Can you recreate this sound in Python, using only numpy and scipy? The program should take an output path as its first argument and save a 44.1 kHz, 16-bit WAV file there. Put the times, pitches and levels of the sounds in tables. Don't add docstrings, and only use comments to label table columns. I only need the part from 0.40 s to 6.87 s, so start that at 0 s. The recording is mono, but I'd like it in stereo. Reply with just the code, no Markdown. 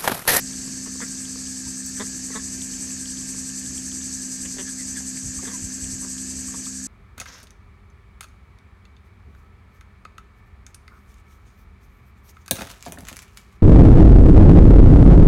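import sys
import numpy as np
from scipy import signal
from scipy.fft import rfft, irfft
from scipy.io import wavfile
from scipy.ndimage import uniform_filter1d

SR = 44100
rng = np.random.default_rng(int(sys.argv[2]) if len(sys.argv) > 2 else 0)


def waveform_to_disk(signal):
    frames = np.transpose(np.atleast_2d(signal))
    scaled = np.clip(frames, -1, 1) * 32767
    samples = np.round(scaled).astype(np.int16)
    wavfile.write(sys.argv[1], SR, samples)


N = 285320
T = np.arange(N) / SR
FREQS = np.fft.rfftfreq(N, 1 / SR)


def undb(db):
    return 10 ** (np.asarray(db) / 20)


def level(x, db):
    return x * undb(db) / np.sqrt(np.mean(x ** 2))


def colour(points):
    hz, db = np.transpose(points)
    octave = np.log2(FREQS + 1)
    outside = np.abs(octave - np.clip(octave, np.log2(hz[0]), np.log2(hz[-1])))
    return undb(np.interp(octave, np.log2(hz), db) - 45 * outside)


def rings(modes):
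    power = sum(undb(2 * db) / (1 + ((FREQS - hz) / (width / 2)) ** 2) ** 1.53 for hz, width, db in modes)
    return np.sqrt(power)


def cavity(modes, size=1024):
    freqs = np.fft.rfftfreq(size, 1 / SR)
    power = sum(undb(2 * db) / (1 + ((freqs - hz) / width) ** 2) ** 4 for hz, width, db in modes)
    cepstrum = irfft(np.log(power + 1e-7) / 2)[:size // 2]
    cepstrum[1:] *= 2
    return irfft(np.exp(rfft(cepstrum, size)))


def shape(x, gain):
    return level(irfft(rfft(x) * gain, N), 0)


def walk(rate_hz):
    hold = int(SR / rate_hz)
    steps = np.repeat(rng.standard_normal(N // hold + 1), hold)
    return 1.12 * uniform_filter1d(uniform_filter1d(steps, hold), hold)[:N]


def place(x, lag_ms, pan_db):
    late = irfft(rfft(x) * np.exp(-2j * np.pi * FREQS * lag_ms / 1000), N)
    return np.array([late * undb(pan_db / 2), x * undb(-pan_db / 2)])


def add(track, start_s, sound):
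    i = max(int(start_s * SR), 0)
    track[i:i + len(sound)] += sound[:max(N - i, 0)]


# (frequency [Hz], relative level
# [dB])
AIR_SPECTRUM = [(20, -39), (35, -1), (55, 4.5), (110, 1.5), (200, 1.5), (300, 3.5), (420, -8.5), (600, -12),
                (850, -13), (1800, -9.5), (3200, -15), (6000, -34), (11000, -13.5), (13700, -24),
                (14600, -62)]
# (frequency [Hz], width [Hz], relative level [dB])
DRONE_MODES = [(73.4, 5.2, -1.5), (142.8, 4.1, -6), (49, 3.3, -13)]
def yard_air():
    spread = np.clip(FREQS / 900, .4, 1)
    mid_side_gain = colour(AIR_SPECTRUM) * np.array([np.ones_like(spread), 0.32 * spread])
    mid, side = irfft(rfft(rng.standard_normal((2, N))) * mid_side_gain, N)
    air = place(mid, lag_ms=0.375, pan_db=3.5) + np.array([side, -side])
    air = level(air, -44.0) * undb(1.9 * walk(6.7))
    drone = shape(rng.standard_normal(N), rings(DRONE_MODES))
    return air + level(drone, -50.0)


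# (harmonic [multiple of the shaft rate], level [dB])
SHAFT_HARMONICS = [(3, -43.5), (4, -39.5), (5, -60.5)]
# (frequency [Hz], width [Hz], relative level [dB])
CASING_MODES = [(1591, 14, 2.5), (1682, 41, -1.5), (1780, 82, -4), (2610, 24, -5), (2350, 91, -12.5),
                (1180, 500, -9)]
def pump(shaft_hz=64.65):
    turns = np.cumsum(shaft_hz * (1 + 0.0013 * walk(2.94))) / SR
    hum = np.zeros(N)
    for harmonic, db in SHAFT_HARMONICS:
        amplitude = np.sqrt(2) * undb(db + .5 * walk(5.06))
        hum += amplitude * np.sin(2 * np.pi * (harmonic * turns + rng.random()))
    knocks = rng.standard_normal(N) * (.4 + np.exp(-(turns % 1) / .3))
    rattle = level(shape(knocks, rings(CASING_MODES)), -51.0)
    return place(hum, lag_ms=0.36, pan_db=-0.5) + place(rattle, lag_ms=0.51, pan_db=-6.5)


def throb(lead_cycles, stray_cycles, depth, flutter_db):
    beat_hz, quicken_hz_per_s, lock_s = 10.438, .05, 0.99
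    common_cycles = .52 + beat_hz * T + quicken_hz_per_s * T ** 2 / 2
    unsettled = np.exp(-T / lock_s)
    cycles = common_cycles + lead_cycles + stray_cycles * unsettled
    beat = (.5 + .5 * np.cos(2 * np.pi * cycles)) ** 1.1
    depth = depth * (1 - 0.63 * unsettled)
    flutter = undb(flutter_db * walk(30) + 0.5 * walk(400))
    return level(1 - depth + depth * beat, 0) * flutter


def swell(crest_s, crest_db, sag_db):
    return undb(crest_db - sag_db * (T - crest_s) ** 2)


# (frequency [Hz], left minus right [dB])
TREETOP_PAN = [(4200, 1.5), (5000, -2), (6200, 3), (7100, -0.5), (7700, 4), (8300, -1.5), (8800, -11),
               (9400, 19.5), (10200, -7), (11300, 3.5)]
def buzz(band, drum_modes, direct_share, lag_ms):
    straight = place(rng.standard_normal(N), lag_ms, pan_db=-6.5)
    scattered = rng.standard_normal((2, N))
    noise = np.sqrt(direct_share) * straight + np.sqrt(1 - direct_share) * scattered
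    body = np.hypot(colour(band), rings(drum_modes))
    pan_db = np.interp(FREQS, *np.transpose(TREETOP_PAN))
    return shape(noise, body * undb([pan_db / 2, -pan_db / 2]))


# (frequency [Hz], relative level [dB])
HIGH_BODY = [(6500, -18), (7350, -0.5), (7580, 2), (8200, 3.5), (8500, -10), (8900, -8.5), (9450, -14.5),
             (9750, -18.5), (10700, -15), (11250, -10.5), (12000, -17), (13600, -29), (14200, -106)]
UPPER_BODY = [(6100, -29), (6550, 1.5), (6850, -0.5), (7150, -1), (7400, -3.5), (7700, 4.5), (8600, -18.5)]
MIDDLE_BODY = [(4800, -42), (5400, -29), (5700, -1.5), (6100, -5.5), (6400, -5.5), (6800, -17.5),
               (7600, -9)]
LOW_BODY = [(3600, -14), (4050, -11.5), (4500, -1), (4750, 0), (5250, -2), (5600, 1), (6500, -34)]
# (frequency [Hz], width [Hz], relative level [dB])
HIGH_DRUM = [(7700, 75, 6.5), (8190, 80, 3)]
UPPER_DRUM = [(7087, 65, 1)]
MIDDLE_DRUM = [(6103, 45, 4), (6232, 45, 3)]
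LOW_DRUM = [(5062, 85, 3), (4490, 130, -.5)]
def cicadas():
    high = (throb(lead_cycles=0.036, stray_cycles=-0.3, depth=.62, flutter_db=1.16)
            * buzz(HIGH_BODY, HIGH_DRUM, direct_share=0.41, lag_ms=0.134)
            * swell(crest_s=4.36, crest_db=-34.5, sag_db=0.22))
    upper = (throb(lead_cycles=-0.27, stray_cycles=0.42, depth=0.26, flutter_db=1.0)
             * buzz(UPPER_BODY, UPPER_DRUM, direct_share=0.52, lag_ms=0.453)
             * swell(crest_s=4.5, crest_db=-35.0, sag_db=0.15))
    middle = (throb(lead_cycles=0.039, stray_cycles=0.25, depth=0.37, flutter_db=0.5)
              * buzz(MIDDLE_BODY, MIDDLE_DRUM, direct_share=0.85, lag_ms=0.4634)
              * swell(crest_s=3.5, crest_db=-36.0, sag_db=0.14))
    low = (throb(lead_cycles=0.15, stray_cycles=0.43, depth=0.24, flutter_db=1.0)
           * buzz(LOW_BODY, LOW_DRUM, direct_share=0.37, lag_ms=0.512)
           * swell(crest_s=1.0, crest_db=-40.0, sag_db=0.06))
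    return high + upper + middle + low


def drip(hz, db, cycles, glide):
    age = np.linspace(0, 1, int(SR * cycles / hz))
    envelope = np.exp(-5 * age) * (1 - np.exp(-25 * age))
    return undb(db) * envelope * np.sin(2 * np.pi * cycles * age * (1 + glide * age))


# (time [s], level [dB])
GRAVEL_SPITS = [(.685, -26), (1.4627, -21), (1.495, -26), (3.195, -26), (3.485, -30), (6.04, -34)]
def hose():
    out = np.zeros(N)
    for when, pitch, faintness in rng.random((600, 3)):
        bubble_db = -54 - 2.6 * np.log(faintness + .01)
        add(out, when * N / SR, drip(1700 * 4 ** pitch, bubble_db, cycles=16, glide=.12))
    for start_s, db in GRAVEL_SPITS:
        add(out, start_s, drip(13000, db, cycles=30, glide=.1))
    return place(out, lag_ms=.02, pan_db=-2)


# (time [s], length [s], level [dB])
AIR_PUFFS = [(4.823, 0.094, -38), (4.95, .053, -42), (5.211, 0.086, -38.5), (5.403, .11, -41),
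             (5.508, 0.062, -39)]
def puffs(centre_hz=67, width_hz=80):
    low_band = signal.iirpeak(centre_hz, centre_hz / width_hz, fs=SR)
    out = np.zeros(N)
    for start_s, length_s, db in AIR_PUFFS:
        noise = rng.standard_normal(SR // 2)
        rumble = signal.lfilter(*low_band, signal.lfilter(*low_band, noise))
        eddy = rumble[-int(length_s * SR):]
        add(out, start_s, level(eddy * signal.windows.tukey(len(eddy), .5), db))
    return place(out, lag_ms=0.4, pan_db=-0.5)


def garden_wall(x, t60_s):
    t = T[:SR // 4]
    tail = rng.standard_normal((2, len(t))) * undb(-60 * t / t60_s) * (t > .0007)
    tail /= np.sqrt(np.sum(tail[0] ** 2))
    return signal.fftconvolve(x[None], tail, axes=1)[:, :N]


def peep(length_s, start_hz, end_hz, db, octave_db=-10):
    age = np.linspace(0, 1, int(length_s * SR))
    waver, husk = uniform_filter1d(rng.standard_normal((2, len(age))), size=40)
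    pitch_hz = (start_hz + (end_hz - start_hz) * age ** 1.98) * (1 + .45 * waver)
    phase = 2 * np.pi * np.cumsum(pitch_hz) / SR
    strength = np.abs(np.sin(np.pi * age)) ** 0.57 * (2.5 + .55 * level(husk, 0))
    return level((np.sin(phase) + undb(octave_db) * np.sin(2 * phase)) * strength, db)


BREATH_LEAD_S, BREATH_TAIL_S = .006, 0.03
# (frequency [Hz], width [Hz], relative level [dB])
CHEST_MODES = [(209, 180, 2), (430, 254, -3)]
def cluck(length_s, start_hz, end_hz, db, throat_hz, throat_db,
          bill_hz, bill_width_hz, bill_db, chest_db, roughness):
    throat_width_hz, mouth_hz, mouth_width_hz = 380, 1780, 500
    n = int((length_s + 0.17) * SR)
    t = np.arange(n) / SR - BREATH_LEAD_S
    age = np.clip(t / length_s, 0, 1)
    jitter = uniform_filter1d(rng.standard_normal(n), size=200)
    pitch_hz = (start_hz + (end_hz - start_hz) * age) * (1 + .5 * jitter)
    cycles = np.cumsum(pitch_hz * (t > 0)) / SR
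    pulses = np.diff(np.ceil(cycles), prepend=0) * undb(rng.standard_normal(n))
    rasp = rng.standard_normal(n) * np.exp(-(cycles % 1) / 0.2)
    voice = level(pulses, 0) * (1 - roughness) + level(rasp, 0) * roughness
    push = np.interp(age, [0, 0.34, 1], [0.68, 1, 0.54]) * (t > 0) * (t < length_s)
    breath = np.interp(t, [-BREATH_LEAD_S, 0, length_s, length_s + BREATH_TAIL_S], [0, 1, 1, 0])
    source = voice * push + undb(-15) * breath * rng.standard_normal(n)
    chest = [(hz, width, mode_db + chest_db) for hz, width, mode_db in CHEST_MODES]
    throat = (throat_hz, throat_width_hz, throat_db)
    out = np.zeros(n)
    for closure in (0, .5, 1):
        sink, fade_db = 1 - 0.032 * (closure - .5), -5.5 * (closure - .5)
        mouth = (mouth_hz * sink, mouth_width_hz, fade_db)
        bill = (bill_hz * sink, bill_width_hz, bill_db + fade_db)
        crossfade = np.maximum(1 - 2 * np.abs(age - closure), 0)
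        out += signal.fftconvolve(source * crossfade, cavity(chest + [throat, mouth, bill]))[:n]
    return level(out, db) * np.sqrt(length_s * SR / n)


# (time [s], length [s], start pitch [Hz], end pitch [Hz], level [dB], throat [Hz], throat [dB],
# bill [Hz], bill width [Hz], bill [dB], chest [dB], roughness [0-1]); body levels relative to the mouth
CLUCK_CALLS = [(0.461, 0.023, 235.5, 213, -42, 1130, 7, 2500, 700, -4, 11, .55),
               (0.601, .013, 290, 275, -41.5, 1080, 7, 3400, 700, -7, -3, .9),
               (0.6146, 0.027, 272, 219.4, -34.5, 1310, -3.5, 3500, 650, -15, 0.5, 0.23),
               (1.5988, 0.03, 194, 231, -31, 1060, 1, 3510, 520, -5.5, 6.5, 0.18),
               (1.9015, 0.012, 227, 215, -40, 1050, 4, 2500, 700, -8, 11, 0.6),
               (1.953, 0.027, 214.4, 224.6, -33, 1080, 2.5, 3700, 520, -5.5, 5, 0.24),
               (4.052, 0.016, 174.6, 182.3, -42, 1050, -3, 2700, 1200, 1, 8.5, 0.38),
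               (4.169, 0.0087, 197, 186, -40, 900, 2, 3550, 600, -4, 9, 0.53),
               (4.185, 0.032, 203.8, 177, -36, 1000, -4, 3000, 1200, -3.5, 7.5, 0.25),
               (4.602, 0.008, 215, 202, -45, 750, 2, 3400, 650, -8, 3, 0.6),
               (5.029, 0.011, 196, 186, -38, 755, 6, 3400, 650, -16, 13, 0.65),
               (5.072, 0.025, 232, 244, -39, 1070, 1, 3560, 550, -3, 5.5, 0.26),
               (5.101, 0.02, 208, 212, -44, 1100, -3, 3500, 650, -12, 2, .8),
               (5.618, .05, 203, 205, -47.5, 1130, 5, 2600, 650, -7, 6, 1),
               (6.141, 0.01, 233, 219, -40, 1050, 10, 3500, 650, -2, 8, 0.25)]
# (time [s], length [s], start pitch [Hz], end pitch [Hz], level [dB])
PEEP_CALLS = [(1.262, 0.025, 950, 895, -55), (1.563, 0.033, 1860, 1350, -47),
              (1.913, 0.028, 2035, 1550, -46), (1.936, 0.015, 1310, 1130, -46),
              (1.981, .024, 1830, 1700, -46.5), (4.263, 0.041, 1733, 1670, -45),
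              (4.38, 0.055, 2010, 1910, -49), (4.552, 0.04, 1843, 1500, -42.5),
              (4.985, 0.021, 1175, 1250, -47.5), (5.048, 0.016, 1840, 1390, -41.5),
              (5.132, 0.036, 1043, 920, -48), (6.08, 0.011, 1110, 1200, -50),
              (6.264, 0.013, 1205, 1380, -46.5)]
# (time [s], level [dB], ring [Hz], length [cycles], glide [share])
BILL_TICKS = [(.133, -30, 3320, 12, 0), (.778, -32, 3500, 10, 0), (0.853, -28, 3120, 16, .1),
              (1.0678, -31, 3060, 10, 0), (1.167, -37, 2980, 14, .05), (2.2182, -22.5, 3450, 8.6, .05),
              (2.338, -31, 3080, 12, 0), (2.4717, -37, 3060, 10, 0), (2.507, -30, 2600, 9, 0),
              (2.5978, -36, 3540, 10, 0), (2.6566, -28.5, 3130, 18, 0.018), (2.6992, -33, 3000, 11, .05),
              (2.7179, -35, 3300, 9, 0), (2.7724, -29, 3320, 11, -.05), (2.817, -35, 3050, 12, .1),
              (2.9947, -31, 3830, 11, 0), (3.1007, -31, 2830, 11, 0), (3.262, -27, 3750, 10, -.05),
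              (3.3796, -30.5, 3260, 25, -0.017), (3.5175, -28, 3150, 10, .05), (3.6138, -31, 3480, 14, .05),
              (3.6354, -36, 3600, 11, 0), (4.7724, -26, 2250, 8.2, .05), (5.4423, -29, 3100, 8.6, 0.038),
              (5.7826, -30, 3130, 12, 0), (6.258, -29, 3470, 11, 0)]
# (time [s], level [dB])
TUB_PECKS = [(0.276, -54), (.555, -53), (0.9578, -50), (2.946, -54), (5.66, -67)]
# (frequency [Hz], width [Hz], relative level [dB])
TUB_MODES = [(460, 100, 13), (1130, 320, 6), (1890, 390, -10)]
def flock():
    birds = np.zeros(N)
    for start_s, *call in CLUCK_CALLS:
        add(birds, start_s - BREATH_LEAD_S, cluck(*call))
    for start_s, *call in PEEP_CALLS:
        add(birds, start_s, peep(*call))
    for start_s, db, hz, cycles, glide in BILL_TICKS:
        add(birds, start_s, drip(hz, db, cycles, glide))
    for start_s, db in TUB_PECKS:
        add(birds, start_s, level(cavity(TUB_MODES), db))
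    return place(birds, lag_ms=0.0083, pan_db=-2.0) + undb(-6) * garden_wall(birds, t60_s=0.13)


def scene():
    return cicadas() + pump() + yard_air() + flock() + hose() + puffs()


def record(dry):
    top_hz = 15800
    return signal.sosfilt(signal.ellip(8, .2, 70, top_hz, fs=SR, output="sos"), dry)


dry = scene()
out = record(dry)
waveform_to_disk(out)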